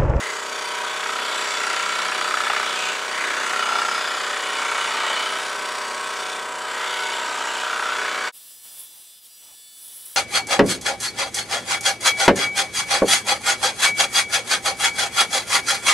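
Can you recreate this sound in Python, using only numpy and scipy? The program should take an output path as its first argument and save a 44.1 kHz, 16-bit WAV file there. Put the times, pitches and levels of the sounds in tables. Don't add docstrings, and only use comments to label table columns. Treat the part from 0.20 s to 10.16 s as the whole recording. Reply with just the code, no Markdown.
import sys
import numpy as np
from scipy import signal
from scipy.fft import irfft, next_fast_len
from scipy.io import wavfile

SR = 44100
rng = np.random.default_rng(int(sys.argv[2]) if len(sys.argv) > 2 else 0)


def master_out(mix):
    frames = np.transpose(np.atleast_2d(mix))
    ceiling = np.clip(frames, -1, 1)
    pcm = np.round(ceiling * 32767).astype(np.int16)
    wavfile.write(sys.argv[1], SR, pcm)


N = 439236

# time_s, strokes_per_s
CRANK_SPEED = [(0.0, 31.251), (0.8, 31.243), (1.6, 31.194), (2.05, 31.175), (2.22, 30.789), (2.38, 31.222),
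               (2.6, 31.122), (3.0, 31.183), (4.0, 31.206), (5.0, 31.214), (6.0, 31.177), (7.0, 31.167),
               (8.12, 31.192)]
# time_s, push_db
HAND_PUSH = [(0.0, 0), (0.22, -2), (0.75, -0.5), (1.08, 1), (1.6, 2), (2.68, 2), (2.82, 0), (3.04, 1.75),
             (3.6, 1), (4.2, 0.3), (4.98, 2.5), (5.3, -0.5), (5.65, -1.5), (6.0, -1.3), (6.35, -2.5),
             (6.62, 0), (7.1, -0.5), (8.08, 0.1)]
# angle_turns, relative_db
ARM_CLACKS = [(.05, -0.5), (0.279, -1), (.48, 1), (.745, -2.5), (.88, 1)]
# stroke_rate_multiple, relative_db
FRAME_TONES = [(1, -40), (2, -28), (3, -29.5), (4, -27.5), (5, -25), (6, -23), (7, -20), (8, -21.5),
               (9, -18.5), (10, -17.5), (11, -11), (12, -15.5), (13, -4), (14, -5), (15, -3), (16, -5.5),
               (17, -7.5), (18, -5), (19, -14.5), (20, 1.5), (21, -41.5), (22, -71), (23, -25.5), (24, 0),
               (25, -22), (26, -23), (27, -17.5), (28, -7.5), (29, -3), (30, -1), (31, -3), (32, 2.5),
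               (33, -3.5), (34, -5.5), (35, 0), (36, -8), (37, -7), (38, -35), (39, -7), (40, -11),
               (41, -1.5), (42, -1.5), (43, -2.5), (44, 0), (45, -31), (46, -21), (47, -23), (48, -2),
               (49, -5), (50, -32.5), (51, -5), (52, 1)]
# stroke_rate_multiple, level_db, db_per_push_db
BOARD_TONES = [(31, -43, 0), (35, -41, -0.9), (44, -42.5, 2.5), (48, -44.5, 2.6), (49, -40, 0.3)]
# start_s, end_s, stroke_rate_multiple, boost_db
BOARD_SINGING = [(0.4, 0.7, 31, 11.5), (3.293, 4.107, 44, 10.5), (4.327, 4.736, 44, 10), (5.95, 6.1, 44, 7),
                 (6.523, 6.72, 44, 11.5), (7.4, 7.753, 44, 14), (6.72, 6.9, 48, 8.5),
                 (7.45, 8.12, 48, 15.5)]
# angle_turns, level_db
STROKE_RUBBING = [(0, 1), (.12, 1), (.3, 2), (.45, -1.5), (.62, -7.5), (.74, -3.5), (.86, 1.5)]
# pitch_hz, relative_db
SAW_COLOUR = [(35, -85), (60, -42.5), (248, -20.5), (403, -11), (533, -16.5), (613, -7), (673, -11),
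              (738, -8.5), (1320, -3), (2050, -8.5), (2250, -6.5), (4630, -15), (6120, -17.5),
              (7540, -19.5), (10500, -28.5), (15500, -37)]
# pitch_hz, width_hz, boost_db
SAW_RESONANCES = [(1880, 270, 3.5), (2210, 99, 2.5), (3130, 280, 0), (3485, 270, 5), (3980, 140, -1.5),
                  (4700, 210, 4), (5560, 200, 4.5), (6340, 410, 1.5), (6680, 480, 5.5), (7480, 590, 7),
                  (7930, 120, 4.5), (8600, 320, 6), (9240, 490, 3), (9750, 520, 5.5), (10500, 480, 5),
                  (11600, 260, 6.5)]
# angle_turns, level_db
TOOTH_RUBBING = [(.05, -3), (.16, 2), (.28, 0.5), (.42, -1), (.6, -5), (.7, -2), (.82, 3), (.92, -1)]
# start_s, end_s, change_db
LIGHT_CUTS = [(5.297, 5.78, -0.3), (6.18, 6.522, -2.3)]
# pitch_hz, width_hz, relative_db
BLADE_NOTES = [(4630, 160, 0), (5580, 220, -4)]
# time_s, level_db
BLADE_LOUDNESS = [(0, -45), (.4, -41), (.75, -42), (1.1, -39), (1.7, -37.5), (2.3, -37), (2.8, -42),
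                  (3.5, -43), (4.0, -41.5), (4.6, -45), (5.6, -46), (6.0, -42), (6.35, -49), (6.9, -41.5),
                  (7.5, -45), (8.0, -42)]
# middle_s, half_length_s, pitch_hz, glide_hz_per_s, width_hz, level_db
RASP_SWELLS = [(0.02, 0.28, 2050, 0, 170, -31), (1.4, 0.48, 6200, -6, 2580, -48),
               (1.47, 0.26, 2700, 6, 200, -36), (1.3, 0.79, 2250, 0.5, 130, -41),
               (2.237, 0.13, 1690, 0, 260, -26.5), (2.66, 0.14, 2670, -6.5, 450, -32.5),
               (3.95, 0.55, 1905, 1.5, 130, -34.5), (3.065, 0.27, 1800, -1800, 507, -26),
               (3.4, 0.61, 2910, -18, 300, -37), (3.555, 0.19, 950, -3, 500, -26),
               (3.73, 0.68, 5150, -1, 250, -40), (4.824, 0.29, 1143, 4.5, 597, -27.5),
               (4.95, 0.057, 4100, -4, 600, -29.5), (5.0, 0.34, 3040, -13, 330, -35),
               (5.495, 0.66, 1035, 1, 175, -32), (4.5, 1.6, 2910, 1.5, 260, -42),
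               (6.85, 0.35, 2220, -2, 180, -33.5), (7.05, 0.76, 951, 1, 110, -34),
               (7.2, 0.26, 1310, 0, 500, -30), (0.657, 0.11, 1250, 0, 450, -30),
               (4.75, 0.73, 938, 1.5, 140, -35), (7.29, 0.24, 2850, -2600, 380, -38),
               (7.846, 1.4, 1554, 154.5, 220, -34.5)]
# pitch_hz, relative_db
KNOCK_COLOUR = [(50, -65), (100, -48), (180, -27.5), (400, -23.5), (750, -5.5), (1350, 1.5), (1800, -1.5),
                (2800, -18.5), (5000, -32), (15000, -73)]
# pitch_hz, width_hz, boost_db
BOARD_RESONANCES = [(183, 60, 4.5), (820, 260, 4.5), (1294, 380, 8), (1800, 260, 2.5), (2840, 700, 16.5)]
# start_s, end_s, level_db, lands_early_turns
BOARD_JUMPS = [(0.764, 1.106, -29.5, 0.02), (1.38, 2.13, -29.5, 0), (2.129, 2.467, -26.5, 0.1292),
               (3.058, 3.26, -34, 0.03), (3.268, 3.877, -29, 0.07), (3.896, 4.41, -34, 0.01),
               (4.426, 4.703, -30, 0.01), (4.71, 5.2, -35.5, 0.013), (6.55, 7.3, -47.5, 0),
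               (7.297, 7.51, -36.5, 0), (7.515, 8.1, -32.5, 0.07)]
# time_s, peak_db
BOARD_SLAMS = [(0.797, -16.5), (0.829, -15), (0.924, -18), (0.957, -16), (1.469, -13), (1.919, -12.5),
               (2.012, -11), (2.171, -8), (2.236, -14.5), (2.298, -7.5), (2.363, -10), (3.331, -9.5),
               (3.456, -11.5), (3.684, -12.5), (4.485, -16), (4.517, -12), (4.549, -13), (4.581, -12),
               (7.593, -14), (7.625, -14)]
# start_s, end_s, pitch_hz, width_hz, angle_turns, level_db
TOOTH_SQUEAKS = [(3.12, 4.2, 1800, 170, 0.27, -37), (6.85, 7.45, 2900, 550, 0.48, -41),
                 (3.9, 4.7, 10240, 1500, 0.7, -54), (3.85, 4.45, 7000, 400, 0.23, -44),
                 (7.45, 8.15, 7400, 900, 0.36, -44), (4.9, 4.9, 7350, 400, 0.45, -46),
                 (5.98, 6.17, 9100, 600, 1, -48.5), (6.4, 7.4, 7570, 360, 0.27, -44.5),
                 (7.55, 8.08, 9600, 450, 0.71, -54.5), (7.7, 8.1, 1600, 240, .82, -40)]

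# time_s, strokes_per_s
FAST_CRANK_SPEED = [(8.15, 249.7), (8.44, 249.4), (8.6, 248.3), (8.7, 249), (9.01, 249), (9.04, 234),
                    (9.09, 242), (9.165, 245.7), (9.27, 248.2), (9.48, 249), (9.8, 248.5), (9.96, 246.5)]
# time_s, push_db
FAST_HAND_PUSH = [(8.16, 0.5), (8.22, -1.5), (8.33, 0), (8.41, -6), (8.46, 4), (8.52, 1), (8.6, 6.5),
                  (8.7, -3), (8.76, -1.5), (9.01, -8), (9.055, -2.5), (9.1, -6.5), (9.25, -3), (9.5, -7),
                  (9.62, 1), (9.68, 3), (9.83, 4), (9.96, 4.5)]
# stroke_rate_multiple, relative_db
BUZZ_TONES = [(7, -72.5), (9, -72), (10, -79), (11, -68), (12, -73), (13, -66.5), (14, -62), (15, -68),
              (16, -64), (17, -68), (18, -66), (19, -68), (20, -58.5), (21, -68), (22, -73), (23, -63),
              (24, -62), (25, -71), (27, -78), (28, -70), (29, -67), (30, -63), (31, -59.5), (32, -58.5),
              (33, -62), (34, -64), (35, -60), (36, -64), (37, -62), (38, -62), (39, -71), (40, -65),
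              (41, -66), (42, -66), (43, -64), (44, -59), (45, -67), (46, -64), (47, -66), (48, -66),
              (49, -59), (50, -69), (51, -69), (52, -64), (53, -70), (54, -70), (55, -71), (56, -73),
              (57, -71), (58, -71), (59, -70), (60, -66), (61, -66)]
# start_s, end_s, stroke_rate_multiple, change_db
BUZZ_SWELLS = [(8.9, 11, 12, 8), (8.4, 9.25, 20, -3), (9.25, 11, 20, -7), (8.8, 9.15, 14, -5),
               (8.1, 9.2, 31, 3), (8.3, 8.64, 44, 11), (7.5, 8.62, 48, 9), (8.52, 9.1, 14, 6),
               (9.9, 9.27, 24, -10), (9.0, 9.27, 19, -7), (9.0, 9.3, 31, -9), (9.2, 9.68, 14, 6.5),
               (9.33, 9.6, 18, 12), (9.1, 9.65, 32, 6), (9.33, 9.62, 31, 6), (9.35, 9.75, 40, 11),
               (9.3, 9.8, 42, 8), (11, 8.7, 36, 8), (9.58, 9.78, 37, 13)]
# pitch_hz, relative_db
FAST_COLOUR = [(20, -13), (1000, -8.5), (2400, -8.5), (3300, -5.5), (4500, -10.5), (6500, -3.5), (8000, -8),
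               (10500, -4.5), (12000, -3), (14000, -7), (15700, -6.5)]
# pitch_hz, relative_db
FAST_KNOCK_COLOUR = [(100, -26), (3000, -20), (8000, -6), (9300, 4), (10800, 19), (12000, 4), (13200, -4),
                     (14000, -12), (16000, -20)]
# start_s, end_s, level_db
BOARD_SLIDES = [(8.433, 8.662, -61), (8.697, 8.835, -62), (9.22, 9.352, -58.5)]
# pitch_hz, relative_db
SLIDE_COLOUR = [(100, -7), (400, -9), (900, 0), (1600, -10), (4000, -6), (12000, -29)]
# pitch_hz, side_minus_mid_db
STEREO_WIDTH = [(60, -51), (130, -43.5), (380, -29), (700, -28.5), (1290, -29), (2380, -21.5),
                (4400, -13.5), (8120, -28.5), (15000, -49.5)]

# level_db at an ordinary push, db_per_push_db
SHAKE, RATTLE, TAPPING = (-40.5, 1), (-31, 0.94), (-53.5, 5)
BITE, FIZZ, SPRAY = (-30.5, 1.35), (-36, 1), (-41.5, 0.59)
FAST_HISS, FAST_RATTLE, FAST_SIZZLE, FAST_BUZZ = (-62, 0.63), (-51.5, 0.7), (-44, 1.2), (-49, 0.06)
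FADE_OUT_S, SPEED_UP_S, FADED_IN_S = 8.082, 8.12, 8.15


def amp(db):
    return 10 ** (np.asarray(db) / 20)


def unit_level(x):
    return x / np.sqrt(np.mean(x ** 2) + 1e-20)


def curve(rows, t):
    return np.interp(t, *np.transpose(rows))


def spell(t, start, end, ramp_s):
    return np.clip(np.minimum(t - start, end - t) / ramp_s + .5, 0, 1)


def follow(layer, push_db):
    db, slope = layer
    return amp(db + slope * push_db)


def colour(x, spectrum, resonances=(), band_hz=None, size=4096):
    hz = abs(np.fft.fftfreq(size, 1 / SR)) + 1
    pitches, levels = np.transpose(spectrum)
    db = np.interp(np.log(hz), np.log(pitches + 1), levels)
    for centre, width, boost in resonances:
        db = db + boost / (1 + (2 * (hz - centre) / width) ** 2)
    if band_hz:
        low, high = band_hz
        db = db - 10 * np.log10((1 + (low / hz) ** 12) * (1 + (hz / high) ** 12))
    log_gain = np.log(amp(np.maximum(db, -100)))
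    taps = np.fft.ifft(np.exp(np.conj(signal.hilbert(log_gain)))).real
    return signal.oaconvolve(x, taps[:size // 2])[:len(x)]


def resonance(x, hz, width):
    band = signal.butter(2, [hz - width / 2, hz + width / 2], "bandpass", fs=SR, output="sos")
    return unit_level(signal.sosfilt(band, x))


def echo_tail(decay_s, size=16384):
    taps = rng.choice([-1., 1.], size) * (rng.random(size) < 2000 / SR)
    taps *= amp(-60 * np.arange(size) / SR / decay_s)
    return taps / np.linalg.norm(taps)


def echoed(x, decay_s, echo_db):
    gain = amp(echo_db)
    echoes = signal.oaconvolve(x, echo_tail(decay_s))[:len(x)]
    return (x + gain * echoes) / np.sqrt(1 + gain ** 2)


def drift(shape, memory):
    keep = np.exp(-1 / memory)
    steps = rng.standard_normal(shape)
    steps[1:] *= np.sqrt(1 - keep ** 2)
    return signal.lfilter([1], [1, -keep], steps, axis=0)


def wander(turns, memory):
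    strokes = np.arange(int(turns[-1]) + 2)
    return np.interp(turns, strokes, drift(len(strokes), memory))


def clicks(turns, angles, play, memory, uneven_db, slack=1):
    n = len(turns)
    shape = (int(turns[-1]) + 1, len(angles))
    strokes = np.arange(shape[0])[:, None]
    looseness = play * np.interp(strokes, turns, slack * np.ones(n))
    when = strokes + angles + looseness * drift(shape, memory)
    size = amp(uneven_db * np.clip(drift(shape, memory), -2, 2)) * rng.choice([-1, 1], len(angles))
    inside = (when > turns[0]) & (when < turns[-2])
    at = np.interp(when[inside], turns, np.arange(n))
    whole, part = at.astype(int), at % 1
    size = size[inside]
    return np.bincount(whole, size * (1 - part), n) + np.bincount(whole + 1, size * part, n)


def scrape(turns, tight, loose, memory, dust, count, slack=1):
    angles = (rng.permutation(count) + rng.random(count)) / count
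    play = np.geomspace(tight, loose, count)
    ticks = unit_level(clicks(turns, angles, play, memory, uneven_db=2.5, slack=slack))
    return ticks + dust * rng.standard_normal(len(turns))


def rubbing(turns, rows):
    return amp(np.interp(turns % 1, *np.transpose(rows), period=1))


def singing(t, rows, multiple):
    return sum(db * spell(t, start, end, ramp_s=0.16)
               for start, end, tone, db in rows if round(tone) == round(multiple))


def frame_hum(turns, size=4096):
    multiples, db = np.transpose(FRAME_TONES)
    multiples = np.round(multiples).astype(int)
    clacks = sum(amp(level) * np.exp(-2j * np.pi * multiples * angle) for angle, level in ARM_CLACKS)
    left_to_board = np.isin(multiples, [round(row[0]) for row in BOARD_TONES])
    tones = np.zeros(size // 2 + 1, complex)
    tones[multiples] = amp(db) * np.exp(1j * np.angle(clacks)) * ~left_to_board
    one_stroke = unit_level(irfft(tones))
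    return amp(-33.5) * np.interp(turns % 1 * size, np.arange(size), one_stroke)


def board_ring(t, turns, push_db):
    out = np.zeros(len(t))
    renewal = np.cos(2 * np.pi * (turns - .98)) - .5
    for multiple, *layer in BOARD_TONES:
        boost_db = singing(t, BOARD_SINGING, multiple)
        sag_db = np.clip(boost_db, 0, 4) * renewal
        grip_db = 2.5 * wander(turns, memory=12)
        tone = np.sin(2 * np.pi * (round(multiple) * turns + rng.random()))
        out += follow(layer, push_db) * amp(grip_db + boost_db + sag_db) * tone
    return np.sqrt(2) * out


def loose_rattle(turns, push_db, slack):
    friction = rubbing(turns, STROKE_RUBBING)
    bench = friction * scrape(turns, tight=0.014, loose=0.06, memory=8.4, dust=0.59, count=30)
    parts = friction * scrape(turns, tight=0.0064, loose=0.022, memory=11.4, dust=0.13, count=36,
                              slack=slack)
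    shake = unit_level(colour(bench, SAW_COLOUR, band_hz=(20, 800)))
    rattle = unit_level(colour(parts, SAW_COLOUR, SAW_RESONANCES, band_hz=(720, 1900)))
    return follow(SHAKE, push_db) * shake + follow(RATTLE, push_db) * rattle


def tooth_scrape(turns, slack, wander_db=2.0):
    grain = scrape(turns, tight=.0014, loose=0.01265, memory=7.29, dust=0.31, count=72, slack=slack)
    for hz, width, _ in SAW_RESONANCES:
        band = signal.lfilter(*signal.iirpeak(hz, hz / width, fs=SR), grain)
        grain = grain + (amp(wander_db * wander(turns, memory=7.1)) - 1) * band
    return grain


def lean(turns, push_db, even_push_db=0.7, down_angle=0.81):
    swing_db = push_db - even_push_db
    average = np.sqrt(np.i0(2 * np.log(amp(swing_db))))
    return amp(swing_db * np.cos(2 * np.pi * (turns - down_angle))) / average


def tooth_rasp(t, turns, push_db, grain, teeth):
    skim = amp(sum(db * spell(t, start, end, ramp_s=0.11) for start, end, db in LIGHT_CUTS))
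    cutting = grain * rubbing(turns, TOOTH_RUBBING) * lean(turns, push_db)

    def band(x, layer, band_hz):
        sound = unit_level(colour(x, SAW_COLOUR, SAW_RESONANCES, band_hz))
        return skim * follow(layer, push_db) * sound

    bite = band(teeth + cutting, BITE, band_hz=(2000, 4500))
    fizz = band(cutting, FIZZ, band_hz=(4500, 8200))
    spray = band(cutting, SPRAY, band_hz=(8200, 17000))
    return bite, fizz + spray


def blade_ring(t, turns, push_db, catch_angles=(.19, .82), decay_turns=0.072):
    catches = sum(np.exp(-((turns - angle) % 1) / decay_turns) for angle in catch_angles)
    grain = scrape(turns, tight=.001, loose=.008, memory=8, dust=.4, count=60)
    drive = catches * lean(turns, push_db) * grain
    ring = sum(amp(db) * resonance(drive, hz, width) for hz, width, db in BLADE_NOTES)
    return amp(curve(BLADE_LOUDNESS, t)) * unit_level(ring)


def rasp_swells(t, turns, teeth, swing_db=5.5, pulse_angle=0.71):
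    out = np.zeros(len(t))
    drive = teeth * amp(swing_db * np.cos(2 * np.pi * (turns - pulse_angle)))
    for middle, half_length, hz, glide, width, db in RASP_SWELLS:
        near = abs(t - middle) < half_length
        offset_s = t[near] - middle
        count = len(offset_s)
        ring = signal.hilbert(resonance(drive[near], hz, width), next_fast_len(count))[:count]
        gliding = (ring * np.exp(1j * np.pi * glide * offset_s ** 2)).real
        swell = np.cos(np.pi / 2 * offset_s / half_length) ** 2
        out[near] += amp(db) * swell * gliding
    return out


def jumping(t, push_db):
    tapping = follow(TAPPING, push_db)
    gain, early = tapping, np.zeros(len(t))
    for start, end, db, lead in BOARD_JUMPS:
        hammering = spell(t, start, end, ramp_s=0.102)
        gain = gain + hammering * (amp(db) - tapping)
        early = early + hammering * lead
    return np.maximum(gain, 0), early


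def knocks(turns):
    landing = clicks(turns, np.array([.9, .935, .975]), play=.003, memory=7, uneven_db=1)
    bounce = clicks(turns, np.array([.09]), play=.012, memory=7, uneven_db=2)
    chatter = clicks(turns, rng.random(140), play=.007, memory=7, uneven_db=1)
    shiver = np.exp(-((turns - .89) % 1) / .12) * chatter
    blows = unit_level(landing) + amp(-6) * unit_level(bounce) + amp(2) * unit_level(shiver)
    return unit_level(colour(blows, KNOCK_COLOUR, BOARD_RESONANCES))


def slams(t, decay_s=.0068):
    out = np.zeros(len(t))
    age_s = np.arange(2048) / SR
    for start, db in BOARD_SLAMS:
        clatter = rng.choice([-1., 1.], len(age_s)) * np.exp(-(age_s / decay_s) ** 2)
        sound = colour(clatter, KNOCK_COLOUR, BOARD_RESONANCES)
        at = round(start * SR)
        out[at:at + len(sound)] += amp(db) * sound / abs(sound).max()
    return out


def squeaks(t, turns, grain, catch_turns=0.098):
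    out = np.zeros(len(t))
    for start, end, hz, width, angle, db in TOOTH_SQUEAKS:
        gain = spell(t, start, end, ramp_s=0.17)
        near = gain > 0
        offset_turns = (turns[near] - angle + .5) % 1 - .5
        catch = np.exp(-(offset_turns / catch_turns) ** 2)
        out[near] += amp(db) * gain[near] * unit_level(catch * resonance(grain[near], hz, width))
    return out


def sawing(t):
    turns = np.cumsum(curve(CRANK_SPEED, t)) / SR
    push_db = curve(HAND_PUSH, t)
    knock_gain, early = jumping(t, push_db)
    slack = amp(0.87 * push_db)
    rattle = loose_rattle(turns, push_db, slack)
    grain = tooth_scrape(turns, slack)
    teeth = grain * rubbing(turns, STROKE_RUBBING)
    bite, hiss = tooth_rasp(t, turns + early / 2, push_db, grain, teeth)
    chatter = echoed(rattle + bite + rasp_swells(t, turns, teeth), decay_s=0.24, echo_db=-4)
    hiss = echoed(hiss + blade_ring(t, turns, push_db), decay_s=0.17, echo_db=-4)
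    airborne = sum(spell(t, at - .008, at, ramp_s=.002) for at, _ in BOARD_SLAMS)
    chatter *= amp(-4 * airborne)
    slamming = sum(spell(t, at - .012, at + .012, ramp_s=.004) for at, _ in BOARD_SLAMS)
    knocking = (1 - slamming) * knock_gain * knocks(turns + early)
    landings = echoed(knocking + slams(t), decay_s=0.076, echo_db=-9)
    hum = frame_hum(turns) + board_ring(t, turns, push_db)
    return hum + chatter + hiss + landings + squeaks(t, turns, grain)


def fast_sizzle(turns, push_db, parts):
    top = unit_level(colour(parts, FAST_COLOUR, band_hz=(8500, 19000)))
    landings = clicks(turns, np.array([.9, .925]), play=0.014, memory=5.4, uneven_db=6.0)
    knock = unit_level(colour(echoed(landings, decay_s=0.0052, echo_db=13), FAST_KNOCK_COLOUR))
    knock_share = 0.76 / (1 + amp(-3 * (push_db - 3.0)))
    blend = np.sqrt(1 - knock_share) * top + np.sqrt(knock_share) * knock
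    return follow(FAST_SIZZLE, push_db) * blend


def fast_buzz(t, turns, wander_db=3):
    out = np.zeros(len(t))
    for multiple, db in BUZZ_TONES:
        swell_db = wander_db * wander(turns, memory=42) + singing(t, BUZZ_SWELLS, multiple)
        out += amp(db + swell_db) * np.sin(2 * np.pi * (round(multiple) * turns + rng.random()))
    return np.sqrt(2) * out / np.linalg.norm(amp([db for _, db in BUZZ_TONES]))


def slides(t):
    gain = sum(amp(db) * spell(t, start, end, ramp_s=0.037) for start, end, db in BOARD_SLIDES)
    return gain * unit_level(colour(rng.standard_normal(len(t)), SLIDE_COLOUR))


def fast_sawing(t):
    turns = np.cumsum(curve(FAST_CRANK_SPEED, t)) / SR
    push_db = curve(FAST_HAND_PUSH, t)
    stuck = spell(t, 9.01, 9.085, ramp_s=0.041)
    parts = scrape(turns, tight=0.008, loose=0.031, memory=16, dust=1.3 + stuck, count=48)
    parts *= rubbing(turns, STROKE_RUBBING)
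    noise = rng.standard_normal(len(t))
    hiss = follow(FAST_HISS, push_db) * unit_level(colour(noise, FAST_COLOUR, band_hz=(15, 2700)))
    rattle = follow(FAST_RATTLE, push_db) * unit_level(colour(parts, FAST_COLOUR, band_hz=(2800, 8500)))
    sizzle = fast_sizzle(turns, push_db, parts)
    buzz = follow(FAST_BUZZ, push_db) * amp(-15 * stuck) * fast_buzz(t, turns)
    return hiss + buzz + slides(t) + echoed(rattle + sizzle, decay_s=0.036, echo_db=-3)


def scene():
    t = np.arange(N) / SR
    fade_out = np.interp(t, [FADE_OUT_S, SPEED_UP_S], [1, 0]) ** 2
    fade_in = np.interp(t, [SPEED_UP_S, FADED_IN_S], [0, 1])
    saw = np.concatenate([sawing(t[t < SPEED_UP_S]), fast_sawing(t[t >= SPEED_UP_S])])
    mid = (fade_out + fade_in) * saw
    side = colour(signal.oaconvolve(mid, echo_tail(decay_s=0.037))[:N], STEREO_WIDTH)
    return np.array([amp(-0.8) * (mid + side), amp(-1.0) * (mid - side)])


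def record(dry, ceiling=.39, top_hz=15750):
    rounded = dry / (1 + (dry / ceiling) ** 6) ** (1 / 6)
    lowpass = signal.firwin(1023, top_hz, window=("kaiser", 9), fs=SR)
    return signal.oaconvolve(rounded, lowpass[None], "same")


dry = scene()
out = record(dry)
master_out(out)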